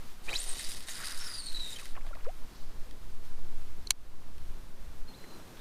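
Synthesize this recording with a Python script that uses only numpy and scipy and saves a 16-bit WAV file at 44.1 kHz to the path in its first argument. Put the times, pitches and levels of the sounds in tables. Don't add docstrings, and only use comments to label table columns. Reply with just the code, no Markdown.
import sys
import numpy as np
from scipy import signal
from scipy.fft import rfft, irfft
from scipy.io import wavfile
from scipy.ndimage import uniform_filter1d

SR = 44100
rng = np.random.default_rng(int(sys.argv[2]) if len(sys.argv) > 2 else 0)


def gain_from_db(level_db):
    decades = np.asarray(level_db, float) / 20
    return 10 ** decades


def transcribe(signal):
    frames = np.atleast_2d(signal).T
    limited = np.clip(frames, -1, 1)
    pcm = np.round(limited * 32767).astype(np.int16)
    wavfile.write(sys.argv[1], SR, pcm)


N = 247090

# ring_hz [Hz], width_hz [Hz], level_db [dB]
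SPOOL_RINGS = [(4850, 300, 5), (9400, 1100, -2.5), (10800, 500, -14), (3800, 270, -6), (1930, 190, -9)]


def rms_one(x):
    return x / np.sqrt(np.mean(x ** 2) + 1e-20)


def in_time(rows):
    start_s, *columns = np.transpose(rows)
    return [np.interp(np.arange(N) / SR, start_s, column) for column in columns]


def swells(rows, rise_db_per_s, fall_db_per_s, column=2):
    t = np.arange(N) / SR
    gain = np.zeros(N)
    for row in rows:
        start_s, hold_s = row[:2]
        rise_db = rise_db_per_s * np.maximum(start_s - t, 0)
        fall_db = fall_db_per_s * np.maximum(t - start_s - hold_s, 0)
        gain += gain_from_db(row[column] - rise_db - fall_db)
    return gain


def drift(rate_hz):
    r = np.exp(-2 * np.pi * rate_hz / SR)
    return rms_one(signal.lfilter([1], [1, -2 * r, r * r], rng.standard_normal(N + SR))[SR:])


def coloured(x, spectrum):
    hz, level_db = np.transpose(spectrum)
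    bins = np.maximum(np.fft.rfftfreq(N, 1 / SR), .01)
    gain = gain_from_db(np.interp(np.log(bins), np.log(hz), level_db, left=-120, right=-120))
    return rms_one(irfft(rfft(x) * gain, N))


def filtered(x, order, edge_hz, kind="low"):
    return signal.sosfilt(signal.butter(order, edge_hz, kind, fs=SR, output="sos"), x)


def resonate(x, hz, width_hz):
    r = np.exp(-np.pi * width_hz / SR)
    top = np.array([1, 0, -1]) * (1 - r * r) / 2
    return signal.lfilter(top, [1, -2 * r * np.cos(2 * np.pi * hz / SR), r * r], x + 1e-18)


def burst(at_s, length_s):
    t = np.arange(int(SR * .03)) / SR
    i = int(at_s * SR)
    return slice(i, i + len(t)), rng.standard_normal(len(t)) * np.exp(-t / max(length_s, 2e-4))


def body(x, rings, lift_db, direct_db):
    ringing = sum((-1) ** k * gain_from_db(db) * resonate(x, hz, width) for k, (hz, width, db) in enumerate(rings))
    return gain_from_db(direct_db) * x + gain_from_db(lift_db) * ringing


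def shadowed(x):
    shadow_hz, shadow_db = 12600, -13
    return filtered(x, 6, shadow_hz) + gain_from_db(shadow_db) * filtered(x, 6, shadow_hz, "high")


def mellow(x, cut_hz):
    return filtered(x, 1, cut_hz)


def air_levels():
    # start_s [s], level_db [dB]
    gusts = [(0, -35.5), (.54, -28.5), (1.08, -40), (1.15, -29), (1.45, -37), (1.59, -24.5), (1.68, -39.5),
             (2.08, -22), (2.6, -36.5), (2.69, -22.5), (2.85, -32.5), (3.17, -27.5), (3.44, -21.5),
             (3.75, -27), (3.87, -33), (4.2, -30), (4.38, -25.5), (4.7, -35)]
    turn_s = 5.08
    t = np.arange(N) / SR
    last_puff = swells([(turn_s - .1, .05, -33)], 120, 300)
    gust_db = 20 * np.log10(gain_from_db(in_time(gusts)[0]) + last_puff)
    swing_db = gust_db - gust_db.mean()

    open_rumble_db = -57.5 + 1.5 * t + 0.11 * swing_db
    open_low_db = -58 + 0.046 * swing_db
    open_high_db = np.maximum(-58 - 0.71 * t, -62.5)

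    sheltered, since_s = t > turn_s, t - turn_s
    return (np.where(sheltered, -38.5 - 16 * since_s, gust_db),
            np.where(sheltered, -60.5, open_rumble_db),
            np.where(sheltered, -54.5 + 2 * since_s, open_low_db),
            np.where(sheltered, -58.5 + 2 * since_s, open_high_db))


def air(lumpy_db):
    # pitch_hz [Hz], level_db [dB per Hz]
    buffet_spectrum = [(1.2, -22), (2, 8), (6, 7), (16, -6.5), (25, -23), (36, -35), (55, -48)]
    rumble_spectrum = [(18, -18), (28, -2), (40, -2), (60, -5), (85, -15), (120, -19.5), (180, -32)]
    low_spectrum = [(59, -8), (100, -2), (207, -3.5), (250, -4), (851, -14), (1500, -20.5), (1950, -29),
                    (3300, -120)]
    high_spectrum = [(590, -8), (1000, 1.5), (1830, -1.5), (2710, -4), (3150, -4), (4020, -4), (7350, -9),
                     (14400, -12), (15500, -17), (16000, -33)]
    buffet_db, rumble_db, low_db, high_db = uniform_filter1d(air_levels(), size=SR // 40)
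    white = rng.standard_normal((4, N))
    push = coloured(white[0], buffet_spectrum)
    push = push / np.sqrt(uniform_filter1d(push ** 2, size=SR // 4) + 0.11)
    buffet = gain_from_db(buffet_db) * push
    rumble = gain_from_db(rumble_db + lumpy_db * drift(5.0)) * coloured(white[1], rumble_spectrum)
    low_hiss = gain_from_db(low_db + 1.4 * drift(15.0)) * coloured(white[2], low_spectrum)
    high_hiss = gain_from_db(high_db + 0.73 * drift(6.1)) * coloured(white[3], high_spectrum)
    return buffet + rumble + low_hiss + high_hiss


def spool(grain_db, patchy_db, uneven_db):
    # start_s [s], friction_db [dB], wobble_db [dB]
    spool_run = [
        [(.22, -61, -9), (.35, -52.5, 0), (.42, -50.5, -13), (.55, -52, -8), (.716, -51.5, 9.5),
         (.8, -55.5, -1), (.865, -59, -8.5)],
        [(.89, -54, 1), (1.05, -50, 11), (1.21, -53, 3.5), (1.4, -59, -9), (1.57, -59, -7), (1.72, -54.5, -1),
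         (1.95, -66, -15)],
    ]
    # start_s [s], hold_s [s], level_db [dB]
    snatches = [
        (.345, 0.014, -54.5),
        (.494, 0.0036, -58),
        (.597, .003, -61),
        (.884, 0.009, -51.5),
        (1.79, 0.011, -57),
    ]
    # pitch_hz [Hz], level_db [dB per Hz]
    bright_spectrum = [(1350, -20.5), (2300, -9.5), (3140, -2.5), (4390, -1), (4870, -5), (7150, -4),
                       (9370, -5.5), (15500, -18)]
    dull_spectrum = [(350, -20), (600, -6.5), (1100, -7), (1240, -8.5), (1910, 0), (2290, -3.5),
                     (3000, -15), (3900, -26), (6600, -120)]
    rows = np.concatenate(spool_run)
    friction_db, wobble_db = in_time(rows)
    snatch = swells(snatches, rise_db_per_s=3500, fall_db_per_s=504)
    start_s, stop_s = rows[0, 0], rows[-1, 0]
    on = np.interp(np.arange(N) / SR, [start_s, start_s + 0.035, stop_s - .05, stop_s], [0, 1, 1, 0])

    turns_per_s = 100
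    turn = 2 * np.pi * np.cumsum(turns_per_s * (1 + 0.27 * drift(25.0))) / SR
    contact = np.exp(3 * (np.cos(turn) - 1)) * gain_from_db(uneven_db * drift(42)) * rng.standard_normal(N)
    ring = sum(gain_from_db(db) * resonate(contact, hz, width) for hz, width, db in SPOOL_RINGS)
    knock = gain_from_db(-57 + wobble_db) * rms_one(ring)

    rub = coloured(rng.standard_normal(N) * gain_from_db(grain_db * drift(500)), bright_spectrum)
    lower = gain_from_db(patchy_db * drift(25)) * filtered(rub, 3, 6500)
    upper = gain_from_db(patchy_db * drift(27)) * filtered(rub, 3, 6500, "high")
    bright = (gain_from_db(friction_db) + gain_from_db(-5) * snatch) * gain_from_db(3.5) * (lower + upper)

    dull_db = -57.5 + 0.56 * (friction_db - rows[:, 1].max()) + 0.36 * wobble_db
    dull = (gain_from_db(dull_db) + snatch) * gain_from_db(patchy_db * drift(45)) * coloured(rng.standard_normal(N), dull_spectrum)
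    return on * bright, on * (dull + knock)


def braid(flutter_db):
    # start_s [s], pitch_hz [Hz]
    line_speed = [
        [(.284, 1197), (.297, 1453), (.316, 2000), (.33, 2306), (.35, 3226), (.36, 4050), (.392, 7660),
         (.403, 8570), (.42, 8700)],
        [(.464, 8950), (.48, 9900), (.488, 8990), (.51, 8300), (.525, 8700), (.6, 8440)],
        [(1.2, 5425), (1.27, 5190), (1.33, 4900), (1.42, 4450), (1.49, 4234), (1.6, 3910), (1.745, 3557),
         (1.79, 2562), (1.82, 1144)],
    ]
    # start_s [s], hold_s [s], song_db [dB], octave_db [dB]
    bears = [(.2865, .001, -66, -50), (.2905, 0.0043, -68, -35), (.311, .006, -66, -50),
             (.327, .003, -48, -51), (.333, .008, -42.5, -56), (.343, .003, -50, -52),
             (.349, .002, -50, -65), (.3578, .0012, -34, -61), (.3645, .001, -46, -60),
             (.368, .001, -45, -60), (.372, .013, -48, -55), (.388, .008, -42.5, -60),
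             (.4, 0.013, -43, -70), (.417, .004, -41.5, -80), (.464, .004, -44, -82),
             (.477, .005, -39, -82), (.487, 0.006, -38.5, -83), (.502, .004, -42, -78),
             (.511, .004, -40, -82), (.524, .003, -48, -80), (.535, .005, -46, -80),
             (.595, 0.0033, -37, -80), (.607, 0.0048, -44, -82), (.905, 0.0037, -42.5, -77.5),
             (1.19, 0.078, -47.5, -50), (1.27, 0.039, -46.5, -46), (1.31, 0.085, -49, -47),
             (1.385, 0.058, -49.5, -49), (1.46, 0.044, -46, -47), (1.52, 0.031, -56, -58),
             (1.564, 0.012, -47, -56), (1.547, 0.0029, -48, -64), (1.596, 0.011, -47.5, -64),
             (1.615, 0.034, -50.5, -55), (1.655, .035, -48.5, -58), (1.7, 0.042, -52, -52),
             (1.74, 0.0062, -62, -56), (1.762, .005, -44.5, -60), (1.79, 0.0051, -51.5, -68),
             (1.822, .003, -52, -70)]
    hz, = in_time(np.concatenate(line_speed))
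    waver = .028 + 0.001546 * np.abs(np.gradient(np.log2(hz))) * SR
    song = swells(bears, 1600, 1600)
    octave = swells(bears, 1600, 1600, column=3)
    out = 0
    for strand_db in (-0.5, -13.0):
        stray = 0.01193 * drift(34.6)
        phase = 2 * np.pi * np.cumsum(hz * (1 + waver * drift(295.5) + stray)) / SR
        fray = 1 + .35 * drift(870)
        shake = gain_from_db(strand_db + flutter_db * drift(58) + 3.4 * drift(155)) * fray
        out = out + shake * (song * np.sin(phase) + octave * np.sin(2 * phase))
    return out


def splashes():
    # start_s [s], peak_db [dB],
    # length_s [s], low_hz [Hz], high_hz [Hz]
    sprays = [(1.797, -43, .013, 1200, 3700), (1.964, -37, 0.0073, 1900, 2900),
              (1.95, -39, 0.013, 1000, 2630), (1.964, -35, 0.011, 400, 1500),
              (1.975, -35, 0.011, 460, 1800), (2.008, -44, .01, 1200, 2800), (2.045, -41, .015, 700, 1500),
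              (2.066, -42, .008, 330, 2300), (2.075, -47, .01, 2800, 4500), (2.088, -43, 0.011, 700, 2400),
              (2.109, -36, 0.014, 400, 1200), (2.137, -39, .006, 1510, 2500),
              (2.155, -39, .004, 1000, 2600), (2.168, -36, 0.0067, 440, 1300),
              (2.187, -43, .006, 900, 2700), (2.198, -41, .015, 900, 2200), (2.208, -43, .008, 1200, 2900),
              (2.233, -47, .004, 2200, 3200), (2.244, -41, .003, 2300, 5500), (2.249, -36, .005, 800, 1800),
              (2.264, -37, .004, 530, 2400), (2.289, -42, .008, 1100, 2800), (1.862, -39, .01, 1503, 2300),
              (5.08, -53, .033, 390, 3000), (5.11, -37, .018, 460, 900), (5.24, -35, .005, 1300, 2200),
              (5.345, -44, .008, 800, 1200), (5.395, -43, .008, 600, 1300), (0.596, -33, .0055, 1400, 4000),
              (0.33, -47, .03, 540, 1600), (0.293, -35, 0.023, 340, 3000), (.487, -43, .007, 400, 4000),
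              (5.57, -46, .041, 1500, 4380)]
    out = np.zeros(N)
    for start_s, peak_db, length_s, low_hz, high_hz in sprays:
        span, crackle = burst(start_s, length_s)
        crackle = crackle * np.hanning(2 * len(crackle))[len(crackle):]
        spray = filtered(crackle, 4, [low_hz, high_hz], "band")
        out[span] += gain_from_db(peak_db) * spray[:len(out[span])]
    return out


def swish():
    # start_s [s], hold_s [s], level_db [dB]
    whips = [
        (.295, 0.027, -43),
        (.41, 0.012, -57),
        (.465, 0.01, -56),
        (.535, 0.014, -54),
    ]
    rush = rms_one(filtered(rng.standard_normal(N), 2, [230, 1200], "band"))
    return swells(whips, rise_db_per_s=395, fall_db_per_s=215) * gain_from_db(-3.5 + 4.8 * drift(17)) * rush


def knocks():
    # start_s [s], peak_db [dB]
    touches = [(0.4648, -44), (0.4704, -41), (0.4874, -41), (0.5204, -41), (0.5554, -43), (0.6144, -42),
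               (0.632, -39), (0.6404, -34), (0.6456, -32), (0.6514, -38), (0.6684, -43), (0.6764, -44),
               (0.6893, -39.5), (0.6998, -39), (0.7062, -34), (0.7174, -31), (0.7292, -39), (0.7414, -45),
               (0.7696, -38), (0.7754, -43), (0.7864, -42), (0.8104, -45), (0.848, -49), (0.9144, -41),
               (0.9218, -37), (0.9482, -39), (0.9554, -40), (0.9747, -36), (0.9814, -38), (1.0026, -35),
               (1.0251, -41), (1.0435, -33), (1.0554, -35), (1.071, -37), (1.1059, -39), (1.1194, -32),
               (1.1498, -41), (1.1782, -38)]
    lift_db, touch_s = 2, .0007
    out = np.zeros(N)
    t = np.arange(int(SR * .012)) / SR
    for start_s, peak_db in touches:
        touch = rng.standard_normal(len(t)) * t * np.exp(-t / touch_s)
        ring = sum(gain_from_db(db) * resonate(touch, hz, width) for hz, width, db in SPOOL_RINGS)
        i = int(start_s * SR)
        out[i:i + len(t)] += gain_from_db(peak_db + lift_db) * ring / np.abs(ring).max()
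    return out


def ticks(length_s):
    # start_s [s], peak_db [dB]
    slap_times = [(0.594, -11.5), (0.805, -16), (0.8845, -14), (1.045, -17), (1.172, -23), (1.547, -23),
                  (1.596, -22), (1.786, -17), (1.7964, -34), (1.8549, -14.5), (2.0647, -27), (2.1512, -28),
                  (2.91, -27), (4.381, -28)]
    out = np.zeros(N)
    for start_s, peak_db in slap_times:
        span, crackle = burst(start_s, length_s)
        out[span] += gain_from_db(peak_db - 12.0) * filtered(crackle, 2, 2180, "high")
    return out


def peel():
    # start_s [s], hold_s [s], level_db [dB]
    coils = [
        (1.0, 0.13, -51.5),
        (1.22, 0.067, -59.5),
    ]
    hz, width_hz = 1430, 920
    rush = resonate(resonate(rng.standard_normal(N), hz, width_hz), hz, width_hz)
    return swells(coils, rise_db_per_s=118, fall_db_per_s=56) * gain_from_db(2.0 * drift(30)) * rms_one(rush)


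def bubbles():
    # start_s [s], peak_db [dB], pitch_hz [Hz], rise [per s],
    # length_s [s]
    bubble_rows = [(1.95, -55, 1760, 1, 0.011), (1.975, -40, 1095, 1, 0.0061), (2.003, -59, 1680, 0, .01),
                   (2.064, -47, 637, 3.3, 0.0092), (2.065, -60, 1610, 2, 0.013),
                   (2.105, -47, 620, -6, 0.009), (2.049, -52, 850, 1, .009),
                   (2.129, -39.5, 1363, 0, 0.0082), (2.15, -46, 560, 20, 0.01),
                   (2.167, -54, 850, 3, 0.0063), (2.255, -40, 1230, 3, 0.0045),
                   (2.265, -35.5, 415, 17.5, 0.0284), (2.296, -46, 700, 14, 0.0091),
                   (2.264, -40, 985, 5, 0.0038), (5.133, -54, 3300, 10, 0.023),
                   (5.59, -53, 3350, 16, 0.0086)]
    out = np.zeros(N)
    for start_s, peak_db, hz, rise, length_s in bubble_rows:
        t = np.arange(int(length_s * 1.44 * SR)) / SR
        shape = (1 - np.exp(-t / 0.0027)) * np.abs(np.cos(np.pi / 2 * t / t[-1])) ** 0.71
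        phase = 2 * np.pi * np.cumsum(hz * np.exp(rise * t)) / SR
        i = int(start_s * SR)
        out[i:i + len(t)] += gain_from_db(peak_db) * shape * np.sin(phase)
    return out


def diffuse_splash():
    # start_s [s], hold_s [s], level_db [dB]
    splash_rows = [
        (2.56, 0.044, -63.5),
    ]
    hz, width_hz = 4500, 2300
    wash = resonate(resonate(rng.standard_normal(N), hz, width_hz), hz, width_hz)
    return swells(splash_rows, rise_db_per_s=120, fall_db_per_s=70) * rms_one(wash)


def gear(crack_db, rattle_db):
    # start_s [s], peak_db [dB], rattle_s [s], centre_hz [Hz], fall_db [dB per octave off centre]
    contacts = [(3.8700, -40, .002, 4000, 14), (3.871, -33.5, .0015, 3900, 19),
                (3.8726, -30, .001, 4000, 19), (3.8748, -43, .003, 4500, 10), (3.9047, -30, .001, 7000, -4),
                (3.9057, -12, 0.0012, 4230, 9), (3.9062, -30.5, 0.0023, 700, 8),
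                (3.9068, -6, .0006, 7000, -0.5), (3.9078, -15, .001, 6000, -1),
                (3.9081, -19, 0.0021, 5000, 0), (3.9098, -21, .002, 4500, 0), (3.9135, -33, .003, 2200, 9),
                (3.9172, -40, .002, 8000, 3), (3.9195, -40, .002, 3700, 10)]
    # [s, the ring falls by 60 dB in about a third of it]
    modes = [(620, -20, 0.014), (1030, -16, 0.022), (1600, -13, 0.02), (2200, -6, .04), (3150, -11.5, 0.01),
             (3920, 0.5, 0.018), (4250, 1, 0.011), (4730, -3.5, 0.015), (5800, -5.5, 0.01),
             (6400, -2, 0.014), (7100, -5, 0.011), (7780, -7, 0.014), (8680, 0, 0.011), (9500, -2, 0.017),
             (10900, -12, .01), (13500, -23, 0.011)]
    out = np.zeros(N)
    for start_s, peak_db, rattle_s, centre_hz, fall_db in contacts:
        hit = np.zeros(int(SR * .08))
        crackle = burst(start_s, rattle_s / 2)[1]
        hit[:len(crackle)] = gain_from_db(rattle_db) * crackle
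        hit[0] = 1
        rings = 0
        for k, (hz, db, t60_s) in enumerate(modes):
            level_db = db - fall_db * abs(np.log2(hz / centre_hz))
            rings = rings + (-1) ** k * gain_from_db(level_db) * resonate(hit, hz, 6.3 / t60_s)
        crack = resonate(hit, centre_hz, min(4.5 * centre_hz / max(fall_db, 2), 9000))
        contact = rings + gain_from_db(crack_db) * crack
        i = int(start_s * SR)
        out[i:i + len(hit)] += gain_from_db(peak_db) * contact / np.abs(contact).max()
    return out


def thump():
    start_s, level_db, hz, t60_s = 3.906, -39, 75, 0.072
    t = np.maximum(np.arange(N) / SR - start_s, 0)
    return gain_from_db(level_db - 60 * t / t60_s) * np.sin(2 * np.pi * hz * t)


def winding():
    # start_s [s], hold_s [s], level_db [dB]
    pulls = [(5.09, 0.016, -60), (5.15, 0.0044, -59), (5.185, 0.0089, -60), (5.205, .004, -69),
             (5.22, .015, -73), (5.24, .01, -67), (5.27, 0.018, -67), (5.31, 0.025, -57), (5.36, .03, -72),
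             (5.43, .005, -70), (5.49, .005, -67)]
    settles_s, start_hz, settled_hz = 5.14, 4220, 4100
    hz = np.where(np.arange(N) / SR < settles_s, start_hz, settled_hz)
    pull = swells(pulls, rise_db_per_s=800, fall_db_per_s=500)
    phase = 2 * np.pi * np.cumsum(hz * (1 + 0.00665 * drift(146))) / SR
    return pull * gain_from_db(2.8 * drift(40)) * np.sin(phase)


def scene():
    # ring_hz [Hz], width_hz [Hz], level_db [dB]
    song_rings = [(1420, 590, -9), (1610, 90, -5), (1690, 130, 0), (2564, 97, -4), (3120, 96, -9.5),
                  (3630, 90, -14), (3844, 157, 0.5), (4290, 60, -4.5), (4370, 60, -5), (4900, 86, -2),
                  (5410, 65, -6.5), (6500, 63, -1), (7000, 78, -7), (7820, 270, -8), (8710, 170, -8),
                  (9400, 360, -11.5), (10260, 54, -8.5)]
    rub_rings = [(1420, 120, 2), (1700, 64, -2), (1900, 140, 5.5), (2240, 66, -6), (2540, 57, -3.5),
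                 (3260, 130, 2.5), (3825, 160, -2), (4720, 140, 5), (5400, 62, -6), (7230, 100, -15),
                 (8740, 165, 0.5), (9300, 120, 3), (10080, 190, -3), (11000, 130, 1)]
    bright, dull = spool(grain_db=3.0, patchy_db=2.0, uneven_db=3.0)
    song = body(braid(flutter_db=0.0), song_rings, lift_db=11.5, direct_db=-8.0)
    rub = body(bright, rub_rings, lift_db=3.0, direct_db=0.5)
    slaps = body(ticks(length_s=0.0013), rub_rings, lift_db=4.5, direct_db=-6.0)
    clicks = mellow(gear(crack_db=-14.5, rattle_db=-12.5), cut_hz=10500)
    reel = rub + shadowed(song + dull + knocks()) + mellow(slaps, cut_hz=4800) + clicks + thump()
    water = bubbles() + splashes()
    return (air(lumpy_db=2.0) + reel + swish() + peel() + water + diffuse_splash() + winding())[None]


def top_cut(x):
    return signal.sosfilt(signal.butter(12, 16430, fs=SR, output="sos"), x)


def record(dry):
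    duck_s, duck_db, recover_s, top_hz = 3.92, -7.5, 0.17, 15100
    since_s = np.arange(N) / SR - duck_s
    duck = np.clip(since_s / 0.0047, 0, 1) * np.exp(-np.maximum(since_s, 0) / recover_s)
    ducked = dry * gain_from_db(duck_db * duck)
    cut = signal.sosfilt(signal.cheby2(10, 50, top_hz * 1.09, fs=SR, output="sos"), ducked)
    return top_cut(cut)


dry = scene()
out = record(dry)
transcribe(out)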